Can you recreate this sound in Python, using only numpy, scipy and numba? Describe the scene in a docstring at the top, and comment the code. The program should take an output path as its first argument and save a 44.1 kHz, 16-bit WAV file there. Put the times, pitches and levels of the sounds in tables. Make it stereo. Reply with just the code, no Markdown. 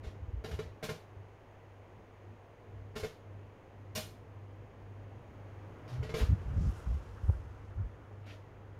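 """A cat paws at the wire guard of a running pedestal fan; small room, hand-held phone close by, stereo.
Each pat makes the loose guard chatter on its rim: the mesh rings brightly and the frame rings low.
The motor hum beats against a blade tone over a rush of air; early on, the bass dips on the right.
Around 6 s the phone moves through the air stream: the rush swells, gusts buffet the right microphone
and cloth rustles."""
import sys
import numpy as np
from scipy import signal
from scipy.fft import rfft, irfft, next_fast_len
from scipy.io import wavfile
from numba import njit

SR = 44100
rng = np.random.default_rng(int(sys.argv[2]) if len(sys.argv) > 2 else 0)


def dump_mix(stems):
    """Bounce the given channels to the path in sys.argv[1] as a 16-bit WAV at rate SR."""
    frames = np.atleast_2d(stems).T  # one column per channel
    limited = np.clip(frames, -1, 1)  # hard clip at full scale
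    pcm = np.round(limited * 32767).astype(np.int16)
    wavfile.write(sys.argv[1], SR, pcm)


N = 387638
TIME = np.arange(N) / SR
BLADE_HZ = 49.093  # rate at which the blades pass


def undb(db):
    """Decibels to gain."""
    return 10 ** (np.asarray(db) / 20)


def over_hz(points, size):
    """Rows of (freq_hz, value) read at every bin of a spectrum."""
    hz, value = np.transpose(points)
    return np.interp(np.log(np.fft.rfftfreq(size, 1 / SR) + 1), np.log(hz), value)


def colour(x, points):
    """Filter a sound by a curve of (freq_hz, gain_db) points."""
    size = next_fast_len(x.shape[-1])
    return irfft(rfft(x, size) * undb(over_hz(points, size)), size)[..., :x.shape[-1]]


def butter(x, hz, kind, order=2):
    """Plain low-pass or high-pass."""
    return signal.sosfilt(signal.butter(order, hz, kind, fs=SR, output="sos"), x)


def level(x, db=0):
    """Set the rms level."""
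    return x * undb(db) / np.sqrt(np.mean(x ** 2))


def unit(x):
    """Scale to a mean energy of 1 per channel."""
    return x / np.sqrt(np.mean(np.sum(x ** 2, axis=-1)))


def pan(x, db):
    """Place a sound by its left minus right level."""
    return x * undb(np.array([[db], [-db]]) / 2)


def add(out, start_s, x):
    """Mix a sound in at a time."""
    start = int(start_s * SR)
    out[..., start:start + x.shape[-1]] += x[..., :N - start]


def wobble(hz, size=N):
    """Random motion of unit rms, mostly slower than hz."""
    return level(butter(rng.standard_normal(size), hz, "low"))


def fade(t, t60):
    """Exponential decay, 60 dB down after t60 seconds."""
    return np.exp(-np.log(1000) * t / t60)


def burst(start_s, hold_s, attack_s, release_s):
    """Envelope that rises to 1 by the start, holds, then dies away exponentially."""
    before = np.maximum(start_s - TIME, 0)
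    after = np.maximum(TIME - start_s - hold_s, 0)
    return np.exp(-(before / attack_s) ** 2 - after / release_s)


def swell(crest_s, rise_db_per_s, fall_db_per_s):
    """Gain that grows steadily to 1 at its crest and then fades steadily."""
    return undb(np.minimum(rise_db_per_s * (TIME - crest_s), fall_db_per_s * (crest_s - TIME)))


def fan_hum(motor_hz, motor_db, blade_db, second_db, beat_crest_s):
    """The second blade harmonic lies just under the motor hum, so the two beat slowly."""
    # faint steady tones of the housing: pitch_hz, level_db
    housing = [(76.2, -65.5), (112.9, -69), (150.2, -78), (301, -88)]
    tones = [(motor_hz, motor_db), (BLADE_HZ, blade_db), (2 * BLADE_HZ, second_db)] + list(housing)
    t = TIME - beat_crest_s
    return pan(sum(np.sqrt(2) * undb(db) * np.cos(2 * np.pi * hz * t) for hz, db in tones), db=-2)


def air_rush(db, flutter, swell_db, crest_s, width_s, sink_db_per_s):
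    """Blade turbulence sinks very slowly and swells once as the phone crosses the air stream."""
    # spectrum of the air at the left and right microphones: freq_hz, gain_db
    air_left = [(25, -3.5), (50, -5), (115, 1), (180, -8.5), (480, -6.5), (600, -12.5), (1400, -17.5),
                (2000, -20), (3600, -33.5), (5400, -41.5), (6700, -34.5), (7400, -45.5), (8200, -44.5),
                (15500, -47.5)]
    air_right = [(25, -18), (50, 1), (115, 4.5), (180, -4.5), (480, -5), (1000, -10.5), (1400, -19.5),
                 (2000, -18.5), (3100, -25), (3700, -33.5), (5700, -38), (6700, -36), (7500, -48),
                 (15500, -49)]
    # likeness of the air at the two microphones: freq_hz, correlation
    air_likeness = [(60, 0.5), (300, 0.92), (640, 0.83), (1400, 0.3), (3100, 0.091), (6800, 0)]
    alike = np.clip(over_hz(air_likeness, N), 0, 1)
    mid, side = rfft(rng.standard_normal((2, N))) * np.sqrt([1 + alike, 1 - alike])
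    rush = np.array([colour(irfft(mid + side, N), air_left), colour(irfft(mid - side, N), air_right)])
    crossing = np.exp(-((TIME - crest_s) / width_s) ** 2 / 2)
    flow = undb(swell_db * crossing - sink_db_per_s * TIME)
    blade_pulse = 1 + flutter * np.sin(2 * np.pi * 2 * BLADE_HZ * TIME)
    return level(rush, db) * flow * blade_pulse


def chatter(t, length_s, clicks_per_s, scatter_db):
    """Wire bouncing on the rim: a first click, then uneven ones that die away."""
    clicks = rng.random(len(t)) < clicks_per_s / SR
    size = rng.standard_normal(len(t))
    force = clicks * np.sign(size) * undb(scatter_db * np.abs(size))
    force[0] = 1
    return force * np.exp(-(t / length_s) ** 2 / 2)


def mesh_ring(t, wire_t60, room_t60, room_db, click_db, mode_count=2500):
    """Answer of the mesh to one click: the click itself, a crowd of wire modes and the room's tail."""
    modes = np.zeros((2, len(t) // 2 + 1))
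    modes[:, rng.permutation(len(t) // 2)[:mode_count]] = rng.standard_normal((2, mode_count))
    wires = unit(irfft(modes, len(t)) * fade(t, wire_t60))
    tail = rng.standard_normal((2, len(t))) * fade(t, room_t60) * (1 - np.exp(-t / 0.0012))
    ring = wires + undb(room_db) * unit(tail)
    ring[:, 0] += undb(click_db)
    return ring


def pawed_guard(mesh_db, frame_db, spot_db):
    """Every pat drives the mesh and the frame; claws are bright, pads are dull."""
    # paw contacts and their push on the rim: start_s, level_db, chatter_s, bright_db, push_db
    pats = [(0.032, -8, 0.032, -14, -4.5), (0.44, -1, 0.017, -5.5, -2), (0.483, -11, 0.037, 3, 7),
            (.512, -6, 0.0049, -11, 3), (0.541, -12.5, 0.0047, 1, -4), (0.589, -2, 0.0088, -10.5, 6),
            (0.827, 0.5, 0.0045, -5, -4.5), (.833, 1.5, 0.016, 4, -8), (0.887, 2.5, 0.011, -4, 2.5),
            (2.955, 1, 0.0096, -8, -3.5), (2.965, -6, 0.015, 7, -7), (2.996, -8, 0.0084, 13, 4),
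            (3.03, 0.5, 0.012, -5, 8), (3.952, 6.5, 0.0091, 18, -20), (3.963, 4, 0.011, 7.5, -18),
            (5.879, -6.5, 0.049, -7.5, -15), (6.024, -3, 0.034, -19, 3.5), (6.093, -4.5, 0.0072, -23, 2),
            (6.14, 4, 0.011, -8, 4.5), (6.164, 4, 0.03, -2, -1.5), (6.196, 2.5, 0.019, -18, -0.5),
            (8.261, -13.5, 0.02, -10, -17), (8.285, -11, 0.04, -9, -25)]
    # modes of the guard's frame: pitch_hz, level_db, t60_s, push_factor
    frame_modes = [(159.8, 6, 0.24, 0.66), (222.8, 3.5, 0.12, 0.2), (433.5, 4.5, 0.16, 0.76),
                   (446.7, 8, 0.16, 0.9), (487, 2, 0.34, 0.5), (556, -19, 0.085, 0.9),
                   (622, 2.5, 0.2, 0.01), (690, -26, 0.1, 0.04), (1060, -6.5, 0.16, 0),
                   (1412, -10, 0.072, 0.2), (1433, -11, 0.041, 1), (1580, -9.5, 0.098, 0.6),
                   (1790, -39, 0.064, 0), (1940, -13, 0.046, 0.3), (2155, -5, 0.037, 0.7),
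                   (2310, -9.5, 0.036, 0.1), (2786, -19, 0.077, 0), (5760, -24, 0.05, -.5)]
    # colour of the wire mesh: freq_hz, gain_db
    mesh_colour = [(150, 10), (400, 3.5), (800, 3.5), (1500, 2.5), (2500, 1.5), (4000, 0), (5700, -3.5),
                   (7000, -5), (7800, -12.5), (10000, -10.5), (13000, -11.5), (16000, -25)]
    out = np.zeros((2, N))
    t, brief = np.arange(SR // 3) / SR, np.arange(SR // 8) / SR
    lead = 128  # samples of space for the colour filter's pre-ring
    mode_hz, mode_db, mode_t60, push_factor = np.transpose(frame_modes)
    modes = np.sin(2 * np.pi * mode_hz[:, None] * brief) * fade(brief, mode_t60[:, None])
    for start_s, db, chatter_s, bright_db, push_db in pats:
        force = chatter(brief, chatter_s, clicks_per_s=600, scatter_db=5)[None]
        # each pat lands on other wires
        mesh = mesh_ring(t, wire_t60=0.11, room_t60=0.33, room_db=3, click_db=-10.5)
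        rattle = signal.fftconvolve(mesh, force, axes=1)
        ring = colour(np.pad(rattle, ((0, 0), (lead, 0))), mesh_colour)[:, lead:]
        dull = butter(ring, 3900, "low", order=1)
        bright = undb(bright_db) * pan(ring - dull, db=0.5)
        add(out, start_s, undb(db + mesh_db) * unit(dull + bright))
        # each spot favours other modes of the frame, and the two microphones hear them differently
        scatter_db = spot_db * rng.standard_normal((2, len(frame_modes)))
        weights = undb(mode_db + push_factor * push_db + scatter_db)
        frame = signal.fftconvolve(modes, force, axes=1)
        frame /= np.linalg.norm(frame, axis=1, keepdims=True)
        add(out, start_s, undb(db + frame_db) * pan(weights @ frame, db=-3.5))
    return out


def handling(bump_db, knock_top_hz, knock_t60):
    """The hand bumps the phone softly and knocks twice on its body, alike in both channels."""
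    # low bumps: centre_s, level_db, half_width_s, pitch_hz
    bumps = [(0.077, -30, 0.008, 68.5), (0.234, -36, 0.022, 74.4), (0.292, -34, 0.0082, 65),
             (0.344, -28, 0.0083, 83), (0.38, -32.5, 0.026, 59.4), (0.542, -31.5, 0.017, 72),
             (0.676, -34.5, 0.0086, 83.6), (.918, -35.5, 0.0062, 110), (1.171, -36, 0.0065, 81),
             (2.786, -48, 0.061, 62)]
    # small knocks: start_s, energy_db
    knocks = [(7.297, -17.5), (8.111, -27)]
    out, t = np.zeros((2, N)), np.arange(SR // 10) / SR
    for centre_s, db, half_width_s, hz in bumps:
        offset = TIME - centre_s
        tone = np.sin(2 * np.pi * (hz * offset + rng.random()))
        out += undb(db + bump_db) * np.exp(-(offset / half_width_s) ** 2) * tone
    for start_s, db in knocks:
        knock = butter(rng.standard_normal(len(t)) * fade(t, knock_t60), knock_top_hz, "low", order=4)
        add(out, start_s, undb(db) * unit(butter(knock, 330, "high")))
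    return out


def restless_air(db, low_hz, high_hz, flicker_db):
    """A flickering middle band of the rush opens as the phone moves, different at each microphone."""
    band = butter(rng.standard_normal((2, N)), high_hz, "low", order=6)
    band = butter(band, low_hz, "high", order=3)
    flicker = undb(flicker_db * wobble(hz=11.7))
    return level(band * flicker, db) * swell(crest_s=6.33, rise_db_per_s=14.5, fall_db_per_s=4)


def stand_groan(start_s, db, hold_s, pitch_hz):
    """A brief low shudder of the stand as the paw lets go."""
    hz = pitch_hz * (1 + 0.018 * wobble(hz=60))
    tone = np.sin(2 * np.pi * np.cumsum(hz) / SR)
    return level(tone, db) * burst(start_s, hold_s, attack_s=0.012, release_s=0.022)


def gusts(attack_s=0.01, release_s=0.011, wake_db=-12, wake_s=0.095, breeze_db=-49.5):
    """Strength and eddy rate of the draught: quick gusts with weak wakes over a light breeze."""
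    # gusts on the right microphone: start_s, level_db, hold_s, eddy_hz
    puffs = [(5.996, -27, .012, 62.1), (6.222, -19.5, 0.013, 63.5), (6.297, -20, .04, 76),
             (6.465, -30.5, 0.078, 74.94), (6.57, -24, .125, 78.2), (6.872, -26, 0.095, 68),
             (7.245, -24, 0.0056, 61.1), (7.293, -16, .006, 58.06), (7.773, -29.5, .085, 70.07)]
    starts, _, _, eddy_hz = np.transpose(puffs)
    power = (undb(breeze_db) * burst(starts[0], starts[-1] - starts[0], attack_s, wake_s)) ** 2
    for start_s, db, hold_s, _ in puffs:
        power += (undb(db) * burst(start_s, hold_s, attack_s, release_s)) ** 2
        power += (undb(db + wake_db) * burst(start_s, hold_s, attack_s, wake_s)) ** 2
    return np.sqrt(power), np.interp(TIME, starts, eddy_hz)


def draught(wander, rough_db, steepness, left_db):
    """Eddies rock the air in the right microphone port; fast, strong gusts break into rougher noise."""
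    strength, eddy_hz = gusts()
    hz = eddy_hz * np.exp(wander * np.tanh(wobble(hz=34.04)))
    eddies = level(np.sin(2 * np.pi * np.cumsum(hz) / SR))
    rumble = butter(rng.standard_normal(N), 158.5, "low", order=4)
    rough = level(butter(rumble, 36, "high"), rough_db)
    breakup = np.sqrt(strength / strength.max()) * (eddy_hz / eddy_hz.max()) ** steepness
    buffet = butter(strength * (eddies + rough * breakup), 25, "high")
    return np.array([undb(left_db) * buffet, buffet])


def cloth(db, grain_db, slip_db, treble_pan_db):
    """Fibres catch and slip: a grainy, uneven hiss whose top lies to the left."""
    # colour of sliding cloth: freq_hz, gain_db
    cloth_colour = [(400, -12), (800, 5), (1400, 11.5), (1900, -13), (2700, 8), (4200, 1), (5500, 5.5),
                    (7000, 5), (8000, -1), (11000, -7), (13000, -14), (15500, -31)]
    friction = undb(grain_db * wobble(hz=120) + slip_db * wobble(hz=21))
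    hiss = colour(rng.standard_normal((2, N)) * friction, cloth_colour)
    body = butter(hiss, 6000, "low")
    top = pan(butter(hiss[::-1], 11700, "high"), treble_pan_db)
    return level(body + top, db) * swell(crest_s=6.716, rise_db_per_s=28, fall_db_per_s=15)


def rubs(grain_db):
    """Paw and cloth rub lightly: short grainy swishes, each in its own band."""
    # light rubs: centre_s, level_db, half_width_s, low_hz, high_hz
    swishes = [(6.642, -63, 0.041, 4900, 6200), (6.7, -70, .02, 8500, 12500),
               (6.79, -67, 0.028, 4000, 11000), (7.3, -73.5, 0.055, 4500, 12000),
               (8.306, -55, 0.032, 1490, 3000)]
    out, t = np.zeros((2, N)), np.arange(SR // 3) / SR
    middle = t[-1] / 2
    for centre_s, db, half_width_s, low_hz, high_hz in swishes:
        grain = undb(grain_db * wobble(hz=150, size=len(t)))
        hiss = rng.standard_normal((2, len(t))) * grain
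        band = butter(butter(hiss, high_hz, "low", order=4), low_hz, "high", order=4)
        envelope = np.exp(-((t - middle) / half_width_s) ** 2 / 2)
        add(out, centre_s - middle, level(band, db) * envelope)
    return out


@njit
def moving_high_pass(x, hz):
    """State-variable high-pass whose corner may move at every sample."""
    y, band, low = np.empty(len(x)), 0., 0.
    damping = np.sqrt(2.)
    for i in range(len(x)):
        gain = np.tan(np.pi * hz[i] / SR)
        mid = (band + gain * (x[i] - low)) / (1 + gain * (gain + damping))
        y[i] = x[i] - damping * mid - (low + gain * mid)
        band, low = 2 * mid - band, low + 2 * gain * mid
    return y


def scene():
    """Fan and cat at close range, with wind, hand and cloth noise at the phone."""
    fan = fan_hum(motor_hz=100.02, motor_db=-52.5, blade_db=-65, second_db=-60, beat_crest_s=4.45)
    fan += air_rush(db=-53.5, flutter=0.034, swell_db=4.5, crest_s=6.24, width_s=0.68,
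                    sink_db_per_s=0.1246)
    fan += restless_air(db=-58, low_hz=1060, high_hz=1500, flicker_db=3)
    cat = pawed_guard(mesh_db=-11.5, frame_db=-24.5, spot_db=2.5)
    cat += stand_groan(start_s=5.925, db=-39.5, hold_s=0.097, pitch_hz=125)
    wind = draught(wander=0.46, rough_db=1.5, steepness=5.8, left_db=-26.5)
    hand = handling(bump_db=-1, knock_top_hz=603, knock_t60=0.014)
    rustle = rubs(grain_db=2.5) + cloth(db=-61.5, grain_db=1, slip_db=1, treble_pan_db=14.5)
    return fan + cat + wind + hand + rustle


def record(dry):
    """The phone's two channels: the bass comes and goes on the right; the top is cut steeply on both."""
    # bass dropouts on the right: start_s, hold_s, corner_rise_hz
    dropouts = [(0.806, 0.033, 260), (1.023, 0.084, 280), (1.284, 0.56, 310), (2.085, 0.11, 270),
                (2.39, .22, 307), (3.14, .06, 170), (3.538, 0.19, 170)]
    low_cut_hz, top_hz, bass_leak_db = 26, 15750, -28.5
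    left, right = dry
    rises = [hz * burst(s, hold_s, attack_s=0.047, release_s=0.055) for s, hold_s, hz in dropouts]
    corner_hz = low_cut_hz + np.max(rises, axis=0)
    # run forwards and backwards, the filter leaves both sides in step
    forwards = moving_high_pass(right, corner_hz)
    thin = moving_high_pass(forwards[::-1].copy(), corner_hz[::-1].copy())[::-1]
    right = thin + undb(bass_leak_db) * (right - thin)
    top_cut = signal.ellip(10, .2, 80, top_hz, fs=SR, output="sos")
    return signal.sosfilt(top_cut, np.array([left, right]))


dry = scene()
out = record(dry)
dump_mix(out)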